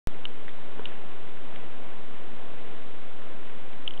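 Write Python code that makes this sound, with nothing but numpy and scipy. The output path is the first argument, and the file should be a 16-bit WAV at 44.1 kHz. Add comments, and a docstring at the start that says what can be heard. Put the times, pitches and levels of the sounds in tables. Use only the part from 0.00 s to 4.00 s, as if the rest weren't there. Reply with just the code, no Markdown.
"""On a sandy sea bed at night, heard through a small underwater camera. A banded sea snake glides by
without a sound. The camera's housing rings with a few sharp ticks and one soft knock. Behind them are
faint snaps in the water, two faint rustles and a steady low hiss of water and microphone.
The recorder starts with a pop, and its slow, coarse converter makes the hiss dull and grainy."""
import sys
import numpy as np
from scipy import signal
from scipy.fft import rfft, irfft
from scipy.io import wavfile
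from scipy.ndimage import uniform_filter1d

SR = 44100
rng = np.random.default_rng(int(sys.argv[2]) if len(sys.argv) > 2 else 0)


def transcribe(u):
    """Save the signal u as a 16-bit wav file named by the first command-line argument.

    u: samples, shape (n,) or (channels, n), limited to [-1, 1]; the rate is SR.
    q: integer samples, one column per channel.
    """
    v = np.clip(np.atleast_2d(u).T, -1, 1)
    q = np.round(v * 32767).astype(np.int16)
    wavfile.write(sys.argv[1], SR, q)


N = 176400
T = np.arange(N) / SR
SHORT = T[:SR // 10]  # the first 0.1 s, enough for one tick, knock or snap

# Ticks of the housing
# (time [s], pitch [Hz], level [dB], rise time [s], upper tone [ratio], crack [ratio])
HOUSING_TICKS = [(0.2533, 2950, -20.5, .0014, .3, .3), (.8552, 2860, -25.5, 0.0013, 0.43, .02),
                 (3.877, 3066, -15.5, .0012, 0.088, .02), (3.9078, 3070, -29.5, 0.0012, .05, .02),
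                 (3.9370, 3120, -35.5, .0013, .05, .02), (3.9761, 3110, -35, .0013, .05, .02)]
# Tones of the knocked housing (pitch [Hz], level within the knock [dB], time to fade by 60 dB [s])
KNOCK_TONES = [(440, -0.5, .038), (953, -3.5, 0.015), (1350, -6, .012)]
# Nearby snaps in the water (time [s], band centre [Hz], band width [Hz], level [dB])
NEAR_SNAPS = [(0.4815, 1820, 1200, -33.5), (0.4895, 1854, 700, -38), (0.4913, 3800, 1000, -38.5),
              (.8578, 3500, 1000, -34.5), (0.9189, 1303, 1400, -38), (1.275, 1960, 700, -42),
              (1.37, 1750, 800, -39.5), (1.5593, 2400, 3000, -36)]
# Swells of rustling (time of the peak [s], about half the length [s], level [dB])
RUSTLE_SWELLS = [(0.901, 0.11, -54.5), (2.62, .13, -58.5)]
# Tone colour of the rustles (frequency [Hz], relative level [dB])
RUSTLE_COLOUR = [(500, -16.5), (1500, -0.5), (3000, -1), (4000, -8)]
# Tone colour of the hiss (frequency [Hz], relative level [dB])
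HISS_COLOUR = [(20, -21), (60, -11), (120, -4), (220, 0.5), (320, 0.38), (480, -0.4), (700, -3.5),
               (1000, -5.5), (1300, -8.5), (2200, -12.5), (3100, -14.5), (4000, -20.5)]
# Loudness of the hiss over time (time [s], level [dB])
HISS_LOUDNESS = [(.07, -47.5), (.5, -47.5), (.9, -46), (1.35, -47), (1.6, -46), (2.35, -47), (2.6, -45.6),
                 (2.85, -47), (3.3, -47.5), (4, -47.5)]


def ticks(upper_hz=3610, sharpness=2.9, tail_db=-15.5):
    """Each tick cracks, makes two tones of the housing swell briefly and leaves a faint tail."""
    out = np.zeros(N)
    for at, hz, db, rise, upper_share, crack_share in HOUSING_TICKS:
        swell = (SHORT / rise * np.exp(1 - SHORT / rise)) ** sharpness
        main_tone = np.sin(2 * np.pi * hz * SHORT)
        upper_tone = upper_share * np.sin(2 * np.pi * upper_hz * SHORT)
        ring = swell * (main_tone + upper_tone)
        tail = gain(tail_db) * burst(hz=3380, width_hz=1100, fade_s=.016)
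        crack = crack_share * burst(hz=2290, width_hz=6000, fade_s=.016)
        add(out, at, gain(db) * (ring + tail + crack))
    return out


def knock(at_s=.7951, level_db=-28):
    """A soft bump makes the low tones of the housing ring."""
    out = np.zeros(N)
    for hz, db, fade_s in KNOCK_TONES:
        tone = np.sin(2 * np.pi * hz * SHORT)
        add(out, at_s, gain(level_db + db) * fade(fade_s) * tone)
    return out


def snaps(fade_s=.02, distant_per_s=14):
    """A few nearby snaps, perhaps shrimp, over a random crackle of distant ones."""
    out = np.zeros(N)
    for at, hz, width_hz, db in NEAR_SNAPS:
        add(out, at, gain(db) * burst(hz, width_hz, fade_s))
    for _ in range(int(distant_per_s * N / SR)):
        at = rng.uniform(0, N / SR)
        hz = 1822 * 2 ** rng.uniform(-.5, .5)  # up to half an octave either way
        db = rng.normal(-49.5, 2.5)
        add(out, at, gain(db) * burst(hz, width_hz=1200, fade_s=fade_s))
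    return out


def rustles():
    """Brief swells of brighter hiss, perhaps from sand."""
    swells = sum(gain(db) * np.exp(-((T - at) / half_s) ** 2) for at, half_s, db in RUSTLE_SWELLS)
    return noise(RUSTLE_COLOUR) * swells


def hiss(waver_db=.36):
    """Steady noise of water and microphone, wavering a little."""
    level_db = np.interp(T, *np.array(HISS_LOUDNESS).T)
    return noise(HISS_COLOUR) * gain(level_db + waver_db * drift(changes_per_s=9))


def gain(db):
    """Turn decibels into a number to multiply a sound by."""
    return 10 ** (np.asarray(db) / 20)


def add(out, at, sound):
    """Mix a short sound in at a time given in seconds."""
    start = int(at * SR)
    out[start:start + len(sound)] += sound[:max(N - start, 0)]


def fade(fade_s):
    """A curve that dies away, falling by 60 dB in fade_s seconds."""
    return np.exp(-np.log(1000) * SHORT / fade_s)


def burst(hz, width_hz, fade_s):
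    """A crack: one broad band of noise that dies quickly."""
    edges_hz = [max(hz - width_hz / 2, 100), hz + width_hz / 2]
    band = signal.butter(2, edges_hz, "band", fs=SR, output="sos")
    white = rng.standard_normal(2 * len(SHORT))
    sound = signal.sosfilt(band, white)[len(SHORT):]  # keep the part after the filter settles
    return sound / sound.std() * fade(fade_s)


def noise(colour):
    """Noise of typical size 1, shaped by a colour table and empty above its last frequency."""
    hz, db = np.array(colour).T
    freqs = np.maximum(np.fft.rfftfreq(N, 1 / SR), 1)
    shape = gain(np.interp(np.log(freqs), np.log(hz), db)) * (freqs < hz[-1])
    sound = irfft(rfft(rng.standard_normal(N)) * shape, N)
    return sound / sound.std()


def drift(changes_per_s):
    """A smooth random wander of typical size 1."""
    hold = int(SR / changes_per_s)
    steps = np.repeat(rng.standard_normal(N // hold + 1), hold)
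    smooth = uniform_filter1d(steps, hold)[:N]
    return smooth / smooth.std()


def lowpass(sound, hz):
    """Cut the treble steeply above hz without delaying the sound."""
    return signal.sosfiltfilt(signal.butter(16, hz, fs=SR, output="sos"), sound)


def scene():
    """Everything that reaches the one microphone."""
    background = hiss() + rustles()
    return (ticks() + knock() + snaps() + background)[None]


def record(dry, converter_hz=8000, step=.0055, offset=-.149, start_s=.07256):
    """The converter samples slowly in coarse steps; its constant offset pops in as it starts."""
    slow = signal.resample_poly(dry, converter_hz, SR, axis=1)  # dulls the sound
    grainy = step * np.round(slow / step)
    full_rate = signal.resample_poly(grainy, SR, converter_hz, axis=1)[:, :N]
    sound = lowpass(full_rate, hz=4330)
    switched_on = (sound + offset) * (T >= start_s)  # the jump away from zero is the pop
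    return lowpass(switched_on, hz=16000)


dry = scene()
out = record(dry)
transcribe(out)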